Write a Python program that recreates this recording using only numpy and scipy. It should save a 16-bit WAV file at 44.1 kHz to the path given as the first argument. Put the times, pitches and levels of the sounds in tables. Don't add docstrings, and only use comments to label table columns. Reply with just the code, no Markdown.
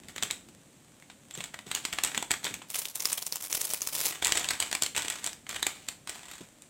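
import sys
import numpy as np
from scipy import signal
from scipy.fft import rfft, irfft
from scipy.io import wavfile
from scipy.ndimage import uniform_filter1d

SR = 44100
rng = np.random.default_rng(int(sys.argv[2]) if len(sys.argv) > 2 else 0)


def inscribe(sig):
    pcm = np.round(np.clip(np.atleast_2d(sig).T, -1, 1) * 32767)
    wavfile.write(sys.argv[1], SR, pcm.astype(np.int16))


N = 295029
TIME = np.arange(N) / SR
LEAD_S = .008


def undb(db):
    return 10 ** (np.asarray(db) / 20)


def unit(x):
    return x / np.sqrt(np.mean(x ** 2))


def add(track, sound, s):
    start = max(int(s * SR), 0)
    track[start:start + len(sound)] += sound[:N - start]


def band(x, hz, kind, order=2):
    return signal.sosfilt(signal.butter(order, hz, kind, fs=SR, output="sos"), x)


def response(points, size=512):
    hz, db = np.transpose(points)
    bins = np.maximum(np.fft.rfftfreq(size, 1 / SR), SR / size / 2)
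    gains = undb(np.interp(np.log(bins), np.log(hz), db))
    cepstrum = irfft(np.log(gains))
    cepstrum[1:size // 2] *= 2
    cepstrum[size // 2 + 1:] = 0
    impulse = irfft(np.exp(rfft(cepstrum)))
    return impulse / np.linalg.norm(impulse)


def ring(x, impulse):
    return signal.fftconvolve(x, impulse)[:len(x)]


def clicks(per_s, spread_db):
    size = undb(spread_db * np.minimum(rng.exponential(size=N), 3))
    happens = rng.random(N) < per_s / SR
    return unit(happens * size * rng.choice([-1, 1], N))


# frequency in Hz, relative level in dB.
FIZZ_COLOUR = [(290, -44), (500, -0.5), (553, -1.5), (807, -6.5), (3540, -8.5), (5020, -13.5), (8090, -4.5),
               (11300, -19), (14900, -18), (16000, -36)]
BOIL_COLOUR = [(18, -59), (30, -16.5), (183, -6.5), (284, -8.5), (310, -10), (372, -15.5), (900, -26.5),
               (1170, -67), (1980, -120)]
# time in seconds, relative level in dB.
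BOIL_LEVELS = [(0, -51), (0.95, -58), (2.6, -52), (2.75, -63), (4.1, -59), (4.3, -53), (6.69, -59)]


def simmering_pan():
    hiss = rng.standard_normal(N)
    pops = undb(-6.5) * clicks(per_s=60, spread_db=6.5)
    fizz = ring(hiss + pops, response(FIZZ_COLOUR))
    boil = ring(rng.standard_normal(N), response(BOIL_COLOUR, size=4096))
    swell = undb(np.interp(TIME, *np.transpose(BOIL_LEVELS)))
    return undb(-61.5) * fizz + undb(-3.5) * boil * swell


# frequency in Hz, relative level in dB.
HANDLED_COLOUR = [(24, -45.5), (40, -9.5), (231, -10), (354, -6.5), (556, -9), (751, -3.5), (1240, -4.5),
                  (2210, -1.5), (2700, -4), (3470, -2.5), (5440, -11), (7930, -1.5), (10200, -17),
                  (11800, -16.5), (16000, -22.5)]
# start in seconds, length in seconds, relative level in dB.
FINGER_GRIPS = [(0.02, 0.28, -60), (1.33, 0.037, -48), (1.66, 0.32, -48), (2.03, 0.085, -41.5),
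                (2.43, 0.024, -39), (4.1, 0.036, -39), (4.22, 0.042, -32.5), (4.35, 0.033, -33.5),
                (4.48, 0.028, -38), (4.6, 0.026, -37.5), (4.95, 0.24, -43.5), (5.49, .07, -39.5),
                (5.66, 0.15, -51.5), (6.08, 0.31, -48.5)]
# start in seconds, relative level in dB, treble boost in dB (below zero is duller).
FOIL_SNAPS = [(0.035, -50, -4), (0.085, -40, 1), (0.162, -35, -2), (0.181, -32, -5), (0.2257, -23, 1.5),
              (0.2339, -23.5, 4.5), (0.304, -32.5, -12), (0.31, -23.5, 13), (0.487, -49.5, 1),
              (1.024, -48, 1), (1.1, -43, -13), (1.31, -39, 15), (1.352, -40, 23), (1.376, -38, 24),
              (1.406, -31.5, -3), (1.440, -32, 8), (1.5423, -34, -7), (1.590, -36.5, -6),
              (1.7147, -26.5, 1), (1.75, -22.5, 23), (1.773, -34.5, -2), (1.8518, -24, 2.5),
              (1.928, -28, -1), (1.935, -31, -1), (1.986, -23.5, -5), (2.0365, -19.5, 15),
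              (2.048, -24.5, 33), (2.073, -32.5, 3), (2.147, -28, -5), (2.177, -21, 3.5),
              (2.226, -26.5, -3.5), (2.3082, -21, 0.5), (2.315, -19.5, 9.5), (2.339, -27.5, -2),
              (2.444, -27, 4), (2.451, -32, 3), (2.467, -28, -16), (2.5409, -29.5, 7), (2.618, -41, -30),
              (4.2475, -18.5, 17), (4.255, -23, 6.5), (4.2697, -21, 14), (4.322, -17, 7.5),
              (4.374, -23.5, 5), (4.396, -30.5, 19), (4.444, -27, -2), (4.488, -22.5, 5),
              (4.5067, -23.5, 4), (4.602, -20, 10.5), (4.625, -25, 4), (4.714, -29.5, 0),
              (4.7284, -23.5, 3.5), (4.7505, -22, 2.5), (4.8224, -18.5, 10), (4.835, -22, 15),
              (4.8627, -25.5, 3), (4.949, -34, -8), (4.964, -24, 6), (4.978, -24.5, 8), (5.0216, -30.5, 9),
              (5.048, -41, -9), (5.082, -26.5, 5), (5.1007, -25.5, 7), (5.243, -27, 11),
              (5.2636, -25.5, 21), (5.273, -28.5, 8), (5.331, -37, 12.5), (5.467, -40, -8),
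              (5.4924, -32, 11), (5.5639, -30, -3), (5.628, -20.5, 4.5), (5.667, -20, 6),
              (5.8862, -26.5, 8.5), (6.074, -34, 0), (6.0948, -31, 3), (6.3138, -38.5, 5), (6.621, -44, 12)]


def handled_sachet():
    colour, snaps = response(HANDLED_COLOUR), np.zeros(N)
    for s, db, treble_db in FOIL_SNAPS:
        envelope = buckle(fade_s=.002 * undb(-.3 * treble_db), crack_db=-6, creak_db=-17)
        raw = snap(envelope, colour, panel_hz=2930, panel_db=0)
        body, treble = (band(band(raw, 4300, kind), 4300, kind) for kind in ("low", "high"))
        hit = set_level(body + undb(treble_db) * treble, db)
        add(snaps, kitchen(hit, wet_db=-7.5), s - LEAD_S)
    gripping = presses(FINGER_GRIPS, attack_s=.005, release_s=.054)
    flurries = undb(-19.5) * settling(FOIL_SNAPS, share=.75, rise_s=.003, fade_s=.015)
    crease = buckle(fade_s=.0017, crack_db=-3, creak_db=0)
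    creases = rustle(gripping + flurries, crease, colour, per_s=260, spread_db=3.5, wet_db=-4)
    return undb(-1) * snaps + undb(-2.5) * creases


def presses(rows, attack_s, release_s):
    gain = np.zeros(N)
    for s, length_s, db in rows:
        rise = np.clip((TIME - s) / attack_s, 0, 1)
        fall = np.exp(-np.maximum(TIME - s - length_s, 0) / release_s)
        gain += undb(db) * rise * fall
    return gain


def settling(rows, share, rise_s, fade_s):
    kicks = np.zeros(N)
    for s, db, *_ in rows:
        kicks[int(s * SR)] += undb(share * db)
    before = signal.lfilter([0, 1], [1, -np.exp(-1 / (rise_s * SR))], kicks[::-1])[::-1]
    after = signal.lfilter([1], [1, -np.exp(-1 / (fade_s * SR))], kicks)
    return before + after


def rustle(gain, envelope, colour, per_s, spread_db, wet_db):
    creases = gain * clicks(per_s, spread_db)
    energy = ring(creases ** 2, envelope ** 2 / np.sum(envelope ** 2))
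    energy = np.roll(np.abs(energy), -int(LEAD_S * SR))
    crackle = np.sqrt(energy) * rng.standard_normal(N)
    return kitchen(ring(crackle, colour), wet_db)[:N]


def buckle(fade_s, crack_db, creak_db, crack_s=.0003, creak_s=.0022):
    since_crack = np.arange(2048) / SR - LEAD_S
    t = np.abs(since_crack)
    creak = undb(creak_db) * np.exp(-t / creak_s)
    crack = undb(crack_db) * np.exp(-t / crack_s)
    return np.where(since_crack < 0, creak, crack + np.exp(-t / fade_s))


def snap(envelope, colour, panel_hz, panel_db):
    burst = ring(envelope * rng.standard_normal(len(envelope)), colour)
    hz = np.clip(panel_hz * 2 ** (.5 * rng.standard_normal()), 600, 13000)
    panel = signal.lfilter(*signal.iirpeak(hz, Q=5, fs=SR), burst)
    return burst + undb(panel_db) * panel


def set_level(x, db, span_s=.004):
    start = int(LEAD_S * SR)
    crack = x[start:start + int(span_s * SR)]
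    return x * undb(db) / np.sqrt(np.mean(crack ** 2))


def kitchen(x, wet_db, ring_s=.29, near_db=3, near_s=.0028):
    t = np.arange(int(ring_s * SR)) / SR
    walls = np.exp(-np.log(1000) * t / ring_s)
    nearby = undb(near_db) * np.exp(-t / near_s)
    echoes = rng.standard_normal(len(t)) * (walls + nearby) * (t > .002)
    room = undb(wet_db) * echoes / np.linalg.norm(echoes)
    room[0] = 1
    return signal.fftconvolve(x, room)


# start in seconds, relative peak level in dB.
HAND_BUMPS = [(0.232, -25.5), (0.49, -37), (1.377, -27), (1.668, -30), (2.176, -26.5), (2.31, -46),
              (2.51, -32), (6.41, -29)]


def hand_bumps(ring_hz=172):
    out, t = np.zeros(N), np.arange(SR // 4) / SR
    fade = np.exp(-t / .013) + undb(-4.5) * np.exp(-t / .043)
    for s, db in HAND_BUMPS:
        push = rng.standard_normal(len(t)) * fade
        thud = band(band(push, 310, "low"), 106, "high", order=3)
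        bump = thud + undb(2.5) * signal.lfilter(*signal.iirpeak(ring_hz, Q=15, fs=SR), thud)
        add(out, undb(db - 8.5) * bump / np.abs(bump).max(), s - .004)
    return out


# pitch in Hz, relative level in dB.
SQUEAK_NOTE = [(7456, -42.5)]


def fingertip_squeak(start_s=1.336, length_s=.018):
    hz, db = SQUEAK_NOTE[0]
    out, count = np.zeros(N), int(length_s * SR)
    waver = unit(uniform_filter1d(rng.standard_normal(N), size=64))[:count]
    tone = np.sin(2 * np.pi * np.cumsum(hz * (1 + .011 * waver)) / SR)
    add(out, undb(db + 5) * tone * signal.windows.tukey(count), start_s)
    return out


# frequency in Hz, relative level in dB.
SHAKEN_COLOUR = [(24, -45), (40, -11), (269, -13.5), (312, -9), (1040, -8), (1680, -12), (2210, -7),
                 (4460, -7.5), (5580, -4.5), (10700, -4.5), (16000, -8)]
# start in seconds, relative level in dB.
FOIL_FLICKS = [(2.7032, -20.5), (2.7447, -16), (2.7902, -11.5), (2.8194, -26), (2.8544, -14.5),
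               (2.886, -31), (2.9564, -14.5), (3.004, -13.5), (3.0553, -4.5), (3.0997, -21), (3.1298, -6.5),
               (3.1792, -14.5), (3.225, -19), (3.266, -13), (3.3243, -10.5), (3.3581, -14.5),
               (3.5276, -8.5), (3.551, -13), (3.5685, -21), (3.6147, -10), (3.652, -11.5), (3.7045, -16),
               (3.7359, -8.5), (3.8185, -10.5), (3.8733, -12.5), (3.933, -21.5), (4.0024, -19),
               (4.0532, -25), (4.0667, -14), (4.099, -26)]
# start in seconds, length in seconds, relative level in dB.
QUICK_SHAKES = [(2.745, 0.023, -37.5), (3.0, 0.12, -44.5), (3.4, .1, -37), (3.5, 0.41, -47),
                (3.94, 0.15, -34)]


def shaken_sachet(sharp_flick_db=-17):
    colour, ticks = response(SHAKEN_COLOUR), np.zeros(N)
    for s, db in FOIL_FLICKS:
        crack_db = .95 * (db - sharp_flick_db)
        envelope = buckle(fade_s=.0024, crack_db=crack_db, creak_db=-14)
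        tick = set_level(snap(envelope, colour, panel_hz=6630, panel_db=11), db)
        add(ticks, kitchen(tick, wet_db=-13), s - LEAD_S)
    shaking = presses(QUICK_SHAKES, attack_s=.013, release_s=.011)
    flurries = undb(-27.5) * settling(FOIL_FLICKS, share=.35, rise_s=.0056, fade_s=.013)
    crease = buckle(fade_s=.00045, crack_db=-8, creak_db=-11.5)
    creases = rustle(shaking + flurries, crease, colour, per_s=480, spread_db=2.8, wet_db=-9.5)
    return undb(-15) * ticks + creases


def scene():
    handled, shaken = handled_sachet(), shaken_sachet()
    middle = handled + shaken + fingertip_squeak() + hand_bumps() + simmering_pan()
    scatter = rng.standard_normal(128)
    scatter[:16] = 0
    foil = undb(-27) * handled + undb(-18) * shaken
    scattered = ring(foil, scatter / np.linalg.norm(scatter))
    side = band(scattered, 5370, "high", order=12)
    return np.array([middle + side, middle - side])


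def record(dry, bass_hz=42, top_hz=16000):
    thin = band(dry, bass_hz, "high", order=1)
    return signal.sosfilt(signal.ellip(10, .2, 70, top_hz, fs=SR, output="sos"), thin)


dry = scene()
out = record(dry)
inscribe(out)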